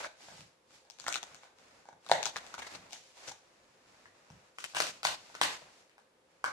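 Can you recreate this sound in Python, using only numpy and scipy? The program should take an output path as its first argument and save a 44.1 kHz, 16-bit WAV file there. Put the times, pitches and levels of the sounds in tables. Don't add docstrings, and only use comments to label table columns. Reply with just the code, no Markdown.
import sys
import numpy as np
from scipy import signal
from scipy.fft import rfft, irfft
from scipy.io import wavfile
from scipy.ndimage import minimum_filter1d

SR = 44100
rng = np.random.default_rng(int(sys.argv[2]) if len(sys.argv) > 2 else 0)


def dump_mix(stems):
    frames = np.atleast_2d(stems).T
    limited = np.clip(frames, -1, 1)
    pcm = np.round(limited * 32767).astype(np.int16)
    wavfile.write(sys.argv[1], SR, pcm)


N = 287532

# start and hold in seconds, then body, hiss and rumble in dB.
TAIL_AND_STROKES = [(0.0, 0.0047, -52.5, -56, -88), (0.217, 0.19, -64, -60.5, -79),
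                    (0.74, 0.017, -68, -64, -77), (1.015, 0.032, -66, -66, -75),
                    (1.222, 0.12, -62.5, -65.5, -79), (1.43, 0.012, -64.5, -67.5, -84),
                    (1.595, 0.21, -67.5, -70.5, -77.5), (2.074, 0.048, -64.5, -64, -76),
                    (2.341, 0.2, -60, -62.5, -76), (2.6, 0.023, -59, -66, -69),
                    (2.647, 0.024, -58, -61.5, -79), (2.715, 0.01, -57, -57.5, -75),
                    (2.731, 0.01, -56, -60, -66), (2.796, 0.07, -62.5, -67, -70.5),
                    (2.927, 0.048, -67, -60, -78), (3.02, 0.086, -72, -66, -84),
                    (3.178, 0.077, -63.5, -60.5, -84), (3.24, 0.039, -58, -57.5, -80),
                    (3.417, 0.74, -72.5, -75, -80), (3.877, 0.2, -69, -71, -77.5),
                    (4.154, 0.33, -69.5, -73.5, -80.5), (4.63, 0.081, -66.5, -59, -81),
                    (4.937, 0.029, -63.5, -64, -74), (5.11, 0.3, -65.5, -64, -76),
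                    (5.542, 0.014, -58.5, -57.5, -80), (5.563, 0.13, -64, -67.5, -96),
                    (5.687, 0.12, -69, -68, -82), (6.308, 0.2, -76.5, -80, -89.5)]
# frequency in Hz, relative density in dB.
BODY_SPECTRUM = [(180, -32.5), (300, -7.5), (373, -14), (431, 0.5), (848, -0.5), (2600, -5.5),
                 (3380, -35.5), (5720, -120)]
HISS_SPECTRUM = [(1290, -26.5), (2200, 1), (4660, 3.5), (6210, 2.5), (9730, -11), (11200, -23.5),
                 (13000, -44.5), (15500, -60.5)]
RUMBLE_SPECTRUM = [(40, -9.5), (100, -4.5), (180, -3.5), (350, -2), (700, -36)]
AIR_SPECTRUM = [(18, -58), (30, -25), (296, -15), (364, -5.5), (472, -19.5), (524, 1), (629, -30.5),
                (794, -14), (9390, -32), (15000, -72.5)]
# start in seconds, level in dB,
# struck pitch in Hz, relative crack level in dB, crack pitch in Hz, room send in dB.
HITS = [(0.0231, -42, 666, -16, 4130, 20), (0.0460, -25.5, 1520, -32, 6170, -8),
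        (0.206, -42, 806, -22, 4700, 5), (0.2848, -32, 690, -29, 5800, 4.5),
        (0.3803, -40.5, 750, -35, 4200, -10), (0.408, -36, 2380, -13, 5300, -14),
        (0.707, -47, 1400, -12, 4100, -11), (0.851, -47.5, 880, -16, 4300, 6),
        (0.9004, -38.5, 880, -3, 5600, -2.5), (0.9872, -42, 1000, -6, 5560, -10),
        (0.9991, -40, 1330, 0, 6170, 2), (1.0416, -32.5, 1030, -14.5, 6700, 0),
        (1.0658, -22.5, 1660, -24, 6000, -9), (1.078, -35, 1450, -7, 2960, -14),
        (1.0818, -19.5, 1480, -14.5, 7100, -1), (1.126, -30.5, 2250, -4, 6540, -1.5),
        (1.1423, -32, 2410, -2, 2940, -9), (1.1571, -24, 1390, -9.5, 3720, -4),
        (1.2299, -33.5, 880, -7.5, 7150, -1.5), (1.316, -45, 1150, -18, 4900, 1),
        (1.3461, -38.5, 1480, -6.5, 6860, 0.5), (1.4338, -36.5, 1004, -18, 3800, 3),
        (1.586, -47, 1400, -8.5, 5500, 0), (1.8551, -40, 875, -19.5, 5200, 6),
        (1.8878, -33, 796, -25, 5600, 2), (1.929, -36, 850, -25, 6900, -13),
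        (2.0476, -49, 1630, -6, 7840, 0), (2.0646, -32, 1150, -14, 4100, -13),
        (2.0893, -48.5, 1400, 6, 8140, 0), (2.096, -24.5, 706, -36, 6000, 3),
        (2.1151, -4.5, 719, -21, 4400, -4), (2.2294, -29.5, 890, -3.5, 3860, -3.5),
        (2.256, -24.5, 1420, -5.5, 5740, -8), (2.36, -23, 2080, -26, 3800, -5),
        (2.3663, -29, 1180, -10, 3600, -2.5), (2.4658, -40.5, 740, -4, 7550, 0),
        (2.5412, -30.5, 1310, -16.5, 5600, 2.5), (2.581, -34, 980, -18, 2200, 3),
        (2.6187, -36.5, 2000, -11, 3200, -7), (2.9085, -42.5, 867, -7, 3000, 9.5),
        (2.9245, -44.5, 800, -0.5, 5500, 0.5), (2.9313, -40.5, 772, -2, 6000, 3),
        (2.9592, -33.5, 1600, -26, 5640, -5), (3.172, -42.5, 800, -20, 6200, 1.5),
        (4.0564, -33.5, 1708, -38, 4040, -7), (4.3018, -35.5, 930, -14.5, 5540, -0.5),
        (4.585, -30, 1200, -8.5, 5840, 2.5), (4.6414, -30.5, 1550, -3.5, 2800, -12.5),
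        (4.699, -43.5, 1200, -6, 4000, -8.5), (4.736, -33, 1000, -22, 4300, 10),
        (4.748, -27, 1080, -9.5, 2700, 9.5), (4.7673, -21.5, 970, -15.5, 4870, -17),
        (4.8023, -16, 1290, -7.5, 4600, -2), (4.8683, -38.5, 1590, 1.5, 6150, 2),
        (4.888, -56, 2250, -6, 6500, -8), (5.0315, -29, 1410, -7, 4130, 6),
        (5.0508, -13, 1003, -11.5, 4140, 0), (5.299, -37.5, 820, -26, 4200, -10),
        (5.326, -47, 975, -43, 3500, 3), (5.3443, -34.5, 1290, -13, 4300, 7.5),
        (5.351, -28, 1550, -16, 5800, -4), (5.414, -12, 1010, -11, 4200, 0.5),
        (5.4354, -38, 1100, 8, 4800, -11.5), (5.447, -29, 1090, -13, 3500, -15),
        (5.5925, -45, 1600, -4, 4300, 4), (5.6183, -34.5, 610, -23, 3730, -13),
        (5.8952, -48, 2370, -10.5, 4100, 0.5), (5.9806, -40.5, 1007, -13, 4300, -1.5),
        (5.9903, -42.5, 850, -27.5, 3700, -8.5), (6.4416, -15.5, 1080, -22.5, 5000, 1.5)]
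# start and length in seconds, then the columns of a hit from level on.
RIPS = [(1.085, 0.018, -51, 1500, -5, 6500, 0), (2.2585, 0.0098, -34.5, 895, -9.5, 4520, 0),
        (2.584, .013, -43, 970, -9, 2330, 0), (2.621, 0.009, -38, 2000, -18.5, 3500, 0),
        (2.661, .016, -49.5, 1600, -4, 4500, 0), (2.737, .02, -48.5, 1190, -3.5, 4540, 0),
        (3.273, 0.014, -47.5, 1430, -2.5, 6160, 0), (3.293, 0.01, -54.5, 1500, 1, 5800, 0.0057),
        (3.309, .011, -43, 835, -14.5, 6340, 0), (4.766, .006, -35, 1490, -8, 4500, 0),
        (4.781, 0.0088, -49, 1500, 4, 5700, 0), (5.043, .007, -49, 1200, 5, 4530, 0.008)]
# frequency in Hz, relative level in dB.
NEAR_TAPE = [(500, -37.5), (1500, -16), (2200, 4), (2900, 2.5), (3800, 6), (5000, -1), (6500, 3.5),
             (8500, -2), (10000, -8.5), (12000, -8), (15500, -26)]
FAR_TAPE = [(500, -47), (1500, 0), (2200, 5.5), (2900, 5), (3700, 1.5), (6200, -0.5), (8500, -2),
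            (10000, -9.5), (12000, -14.5), (15500, -19.5)]
NEAR_END = -0.000088, 14.9, -0.91, 0.17, 9450, [(.0074, -8, -7.5), (.0185, -19, -29.5)]
FAR_END = 0.00018, 5.4, 0.76, 0.31, 22000, [(.0061, -6, -20.5), (.0183, -11, -31)]
# frequency in Hz, level in dB, T60 in seconds.
PANEL_MODES = [(512, -5, 0.0064), (651, -6.5, 0.014), (674, -1.5, 0.012), (880, -7.5, 0.016),
               (960, -7, 0.014), (1105, -9.5, 0.0071), (1210, -6, 0.0055), (1420, -4, 0.010),
               (1600, -3.5, 0.011), (1942, 0, 0.0037), (2250, -7, 0.0097)]
BOX_MODES = [(111, 0, 0.034), (193, 3, 0.021), (247, -7.5, 0.011), (367.7, -11.5, 0.0093)]
# start in seconds, level in dB.
BUMPS = [(0.285, -59), (0.321, -54.5), (0.391, -49), (0.425, -69), (0.709, -68), (1.043, -66),
         (1.314, -56.5), (1.927, -58.5), (2.232, -58), (2.463, -59), (2.768, -51.5), (3.28, -57.5),
         (4.304, -45), (4.734, -58), (4.89, -55), (5.624, -61), (6.444, -63.5)]
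# frequency in Hz, T60 in seconds.
ROOM_T60_S = [(200, 0.25), (530, 0.43), (1390, 0.4), (3680, 0.43), (9700, 0.3)]
# frequency in Hz, gain in dB.
ROOM_GAIN_DB = [(100, -23.5), (300, -28), (600, -33.5), (1000, -35.5), (2000, -28), (4000, -29.5),
                (8000, -26.5), (14000, -28.5)]
# frequency in Hz, left-right correlation.
COHERENCE = [(60, 0.93), (240, 0.96), (950, 0.071), (3770, 0.012), (15000, 0.022)]

BAND_EDGES_HZ = 30 * 2 ** np.arange(0, 9.6, .5)
RUB_RISE_DB_PER_S, RUB_FALL_DB_PER_S, CATCH_SPREAD_DB = 234, 134.5, 1.2
AIR_DB, WHINE_HZ, WHINE_WIDTH_HZ, WHINE_DB = -72, 525, 49, -78
SCRATCHES_PER_S, SCRATCH_THRESHOLD_DB = 260, -66
SCRATCH_DB, SCRATCH_SPREAD_DB, SCRATCH_TICK_DB = -3, 3, -8.5
CRACK_DB, CRACK_RISE_S, CRACK_FALL_S = -3.5, 0.0002, 0.0014
CRACK_PEAK_DB, CRACK_PEAK_OCTAVES = 5.5, 0.33
PUSH_HZ, PUSH_DB, PUSH_T60_S, PUSH_DELAY_S = 498, -7, 0.0027, 0.00022
KNOCK_DB, KNOCK_T60_CYCLES, KNOCK_RISE_CYCLES = -2.5, 7.2, 0.42
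PANEL_DB, PANEL_FALL_DB_PER_OCTAVE, PANEL_HIGHPASS_HZ = -10, 3.5, 330
MODE_DELAY_S, HIT_BOOM_DB, BOOM_HIGHPASS_HZ = .00005, -44.5, 60.4
ECHO_TREBLE_HZ, ECHO_TREBLE_DB, ECHO_SMEAR_S = 2415, -7.5, .001
ROOM_BUILD_S, ROOM_LUMPS_DB, ROOM_MERGE_S = .009, 3, .05
BREAKS_PER_RIP, BREAK_SPREAD_DB = 7, 2
FAR_END_FROM_S = 3.6
BASS_CUT_HZ, TOP_CUT_HZ = 14, 16500
GATE_THRESHOLD_DB, GATE_KNEE_DB, GATE_LIFT_DB, GATE_FOLLOW_S = -52, 1.2, 8, 0.007


def from_db(db):
    return 10 ** (np.asarray(db) / 20)


def unit_rms(x):
    return x / np.sqrt(np.mean(x ** 2) + 1e-20)


def at_hz(points, hz):
    table_hz, values = np.transpose(points)
    return np.interp(np.log(hz), np.log(table_hz), values)


def butter(x, hz, kind, order=2):
    return signal.sosfilt(signal.butter(order, hz, kind, fs=SR, output="sos"), x)


def ring(clicks, hz, t60_s):
    r, w = from_db(-60 / (t60_s * SR)), 2 * np.pi * hz / SR
    return signal.lfilter([0, np.sin(w)], [1, -2 * r * np.cos(w), r * r], clicks + 1e-18)


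def diffuse(white, gain_at):
    out = 0
    for k, (low, high) in enumerate(zip(BAND_EDGES_HZ, BAND_EDGES_HZ[1:])):
        mid, side = butter(white[k % 2], [low, high], "band")
        hz = np.sqrt(low * high)
        alike = at_hz(COHERENCE, hz)
        out = out + gain_at(hz) * (np.sqrt(1 + alike) * mid + np.sqrt(1 - alike) * side * [[1], [-1]])
    return out


def tail_and_strokes():
    t, gains = np.arange(N) / SR, np.zeros((3, N))
    for start_s, hold_s, *layers_db in TAIL_AND_STROKES:
        rise_db = RUB_RISE_DB_PER_S * (t - start_s)
        fall_db = RUB_FALL_DB_PER_S * (start_s + hold_s - t)
        envelope = from_db(np.minimum(0, np.minimum(rise_db, fall_db)))
        gains = np.maximum(gains, from_db(layers_db)[:, None] * envelope)
    return gains


def rubbing_and_air(body, hiss, rumble):
    spectra = [BODY_SPECTRUM, HISS_SPECTRUM, RUMBLE_SPECTRUM, AIR_SPECTRUM]
    grid_hz = np.arange(30, TOP_CUT_HZ)
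    norms = [np.sqrt(np.sum(from_db(at_hz(shape, grid_hz)) ** 2) / (SR / 2)) for shape in spectra]
    catches_db = CATCH_SPREAD_DB * np.minimum(rng.exponential(1, N // 40 + 1), 4)
    grains = unit_rms(from_db(catches_db).repeat(40)[:N])
    gains = [body * grains, hiss * grains, rumble, from_db(AIR_DB)]

    def gain_at(hz):
        layers = zip(gains, spectra, norms)
        return np.sqrt(sum((gain * from_db(at_hz(shape, hz)) / norm) ** 2 for gain, shape, norm in layers))
    return diffuse(rng.standard_normal((2, 2, N)), gain_at)


def whine():
    t60_s = np.log(1000) / (np.pi * WHINE_WIDTH_HZ)
    band = ring(rng.standard_normal(N), WHINE_HZ, t60_s)
    return from_db(WHINE_DB) * unit_rms(ring(band, WHINE_HZ, t60_s))


def scratches(body):
    torn = (rng.random(N) < SCRATCHES_PER_S / SR) * (body > from_db(SCRATCH_THRESHOLD_DB))
    clicks = torn * body * from_db(SCRATCH_DB + SCRATCH_SPREAD_DB * np.minimum(rng.exponential(1, N), 2))
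    mode = rng.integers(0, len(PANEL_MODES), N)
    ticks = butter(clicks + 1e-18, [2600, 8000], "band")
    rings = sum(ring(clicks * (mode == k), hz, t60_s) for k, (hz, _, t60_s) in enumerate(PANEL_MODES))
    return rings + from_db(SCRATCH_TICK_DB) * ticks


def cracks(onsets, level_db, pitch_hz, fray_share, tape):
    t = np.arange(256) / SR - CRACK_RISE_S
    envelope = np.exp(np.minimum(4 * t, -t) / CRACK_FALL_S)
    fray = fray_share * envelope * rng.standard_normal((len(pitch_hz), 256))
    bursts = np.array([fray, fray, 0 * fray])
    bursts[..., np.argmin(abs(t))] -= 1
    hz = np.maximum(np.fft.rfftfreq(256, 1 / SR), 20)
    octaves = np.log2(hz / pitch_hz[:, None])
    colour_db = at_hz(tape, hz) + CRACK_PEAK_DB * np.exp(-(octaves / CRACK_PEAK_OCTAVES) ** 2)
    causal = np.r_[1, 2 * np.ones(127), 1, np.zeros(127)]
    cepstrum = irfft(np.log(from_db(colour_db))) * causal
    bursts = irfft(rfft(bursts) * np.exp(rfft(cepstrum)))
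    bursts /= np.sqrt(np.sum(bursts ** 2, axis=-1, keepdims=True) / (SR / 1000))
    out = np.zeros((3, N + 256))
    for row, db in enumerate(level_db):
        np.add.at(out[row], onsets[row][:, None] + np.arange(256), from_db(db)[:, None] * bursts[row])
    return out[:, :N]


def flap_push(onsets, level_db, struck_hz):
    push_db = level_db + PUSH_DB - PANEL_FALL_DB_PER_OCTAVE * abs(np.log2(PUSH_HZ / struck_hz))
    clicks = np.zeros((3, N))
    np.put_along_axis(clicks, onsets + round(PUSH_DELAY_S * SR), from_db(push_db), axis=1)
    return -ring(clicks, PUSH_HZ, PUSH_T60_S)


def panels(onsets, level_db, struck_hz):
    scatter_db = 2.39 * rng.standard_normal((len(struck_hz), len(PANEL_MODES)))
    cycles = struck_hz[:, None] * np.arange(512) / SR
    knocks = -np.sin(2 * np.pi * cycles) * from_db(KNOCK_DB - 60 * cycles / KNOCK_T60_CYCLES)
    knocks *= 1 - np.exp(-cycles / KNOCK_RISE_CYCLES)
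    out = np.zeros((3, N))
    for row, db in enumerate(level_db):
        np.add.at(out[row], onsets[row][:, None] + np.arange(512), from_db(db)[:, None] * knocks)
    for k, (hz, mode_db, t60_s) in enumerate(PANEL_MODES):
        fall_db = PANEL_FALL_DB_PER_OCTAVE * abs(np.log2(hz / struck_hz))
        drive = from_db(level_db + PANEL_DB + mode_db - fall_db + scatter_db[:, k])
        clicks = np.zeros((3, N))
        np.put_along_axis(clicks, onsets + round(MODE_DELAY_S * SR), drive, axis=1)
        out += (-1) ** k * ring(clicks, hz, t60_s)
    return out


def hits(rows, lag_s, crack_pan_db, panel_pan_db, fray_share, tape):
    start_s, hit_db, struck_hz, crack_db, crack_hz, send_db = np.transpose(rows)
    onsets = np.round(np.array([start_s + lag_s, start_s, start_s]) * SR).astype(int)
    level_db = hit_db + np.outer([0, 0, 1], send_db)
    sides = np.array([[.5], [-.5], [0]])
    cardboard = panels(onsets, level_db + sides * panel_pan_db, struck_hz)
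    cardboard += flap_push(onsets, level_db, struck_hz)
    tape_db = level_db + crack_db + CRACK_DB + sides * crack_pan_db
    return cracks(onsets, tape_db, crack_hz, fray_share, tape) + butter(cardboard, PANEL_HIGHPASS_HZ, "high")


def boom():
    start_s, level_db = np.transpose(BUMPS + [(s, db + HIT_BOOM_DB) for s, db, *_ in HITS])
    onsets = ((start_s + MODE_DELAY_S) * SR).astype(int)
    scatter_db = 1.8 * rng.standard_normal((len(onsets), len(BOX_MODES)))
    out = np.zeros(N)
    for k, (hz, mode_db, t60_s) in enumerate(BOX_MODES):
        clicks = np.zeros(N)
        np.add.at(clicks, onsets, from_db(level_db + mode_db + scatter_db[:, k]))
        out += (-1) ** k * ring(clicks, hz, t60_s)
    return butter(out, BOOM_HIGHPASS_HZ, "high")


def surfaces(direct, echoes):
    out = direct.copy()
    bright = direct + from_db(ECHO_TREBLE_DB) * butter(direct, ECHO_TREBLE_HZ, "high", order=1)
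    for delay_s, left_db, right_db in echoes:
        lag = round(delay_s * SR)
        smear = rng.standard_normal((2, 200)) * np.exp(-np.arange(200) / (ECHO_SMEAR_S * SR))
        smear[:, 0] = np.sqrt(np.sum(smear ** 2, axis=1))
        smear /= np.sqrt(2) * smear[:, :1]
        echo = signal.oaconvolve(bright, smear, axes=1)[:, :N - lag]
        out[:, lag:] += from_db([[left_db], [right_db]]) * echo
    return out


def room(send):
    t = np.arange(SR) / SR
    lumps = rng.exponential(1, SR // 60 + 1).repeat(60)[:SR] - 1.5
    noise = rng.standard_normal((2, 2, SR)) * from_db(ROOM_LUMPS_DB * np.exp(-t / ROOM_MERGE_S) * lumps)
    tail = diffuse(noise, lambda hz: from_db(at_hz(ROOM_GAIN_DB, hz) - 60 * t / at_hz(ROOM_T60_S, hz)))
    build = 1 - np.exp(-(t / ROOM_BUILD_S) ** 2)
    return signal.fftconvolve(tail * build, send[None])[:, :N]


def rips():
    rows = []
    for start_s, length_s, db, *rest in RIPS:
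        places = (np.arange(BREAKS_PER_RIP) + rng.random(BREAKS_PER_RIP)) / BREAKS_PER_RIP
        rows += [(start_s + length_s * p, db + BREAK_SPREAD_DB * rng.standard_normal(), *rest) for p in places]
    return rows


def scene():
    body, hiss, rumble = tail_and_strokes()
    all_hits = HITS + rips()
    send = boom() + scratches(body)
    out = rubbing_and_air(body, hiss, rumble) + whine() + send
    near = [row for row in all_hits if row[0] <= FAR_END_FROM_S]
    far = [row for row in all_hits if row[0] > FAR_END_FROM_S]
    for rows, end, tape in ((near, NEAR_END, NEAR_TAPE), (far, FAR_END, FAR_TAPE)):
        *placing, reach_hz, echoes = end
        heard = butter(hits(rows, *placing, tape), min(reach_hz, .49 * SR), "low")
        out += surfaces(heard[:2], echoes)
        send += heard[2]
    return out + room(send)


def record(dry):
    dry = butter(dry, BASS_CUT_HZ, "high")
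    pole = np.exp(-1 / (GATE_FOLLOW_S * SR))
    power = signal.lfilter([1 - pole], [1, -pole], np.mean(dry, axis=0) ** 2, zi=[1e-5])[0]
    level_db = 10 * np.log10(power + 1e-12)
    opened = .5 + .5 * np.tanh((level_db - GATE_THRESHOLD_DB) / GATE_KNEE_DB)
    opened = -minimum_filter1d(-opened, size=200)
    top_cut = signal.cheby2(12, 70, TOP_CUT_HZ, fs=SR, output="sos")
    return signal.sosfilt(top_cut, dry * from_db(GATE_LIFT_DB * opened))


dry = scene()
out = record(dry)
dump_mix(out)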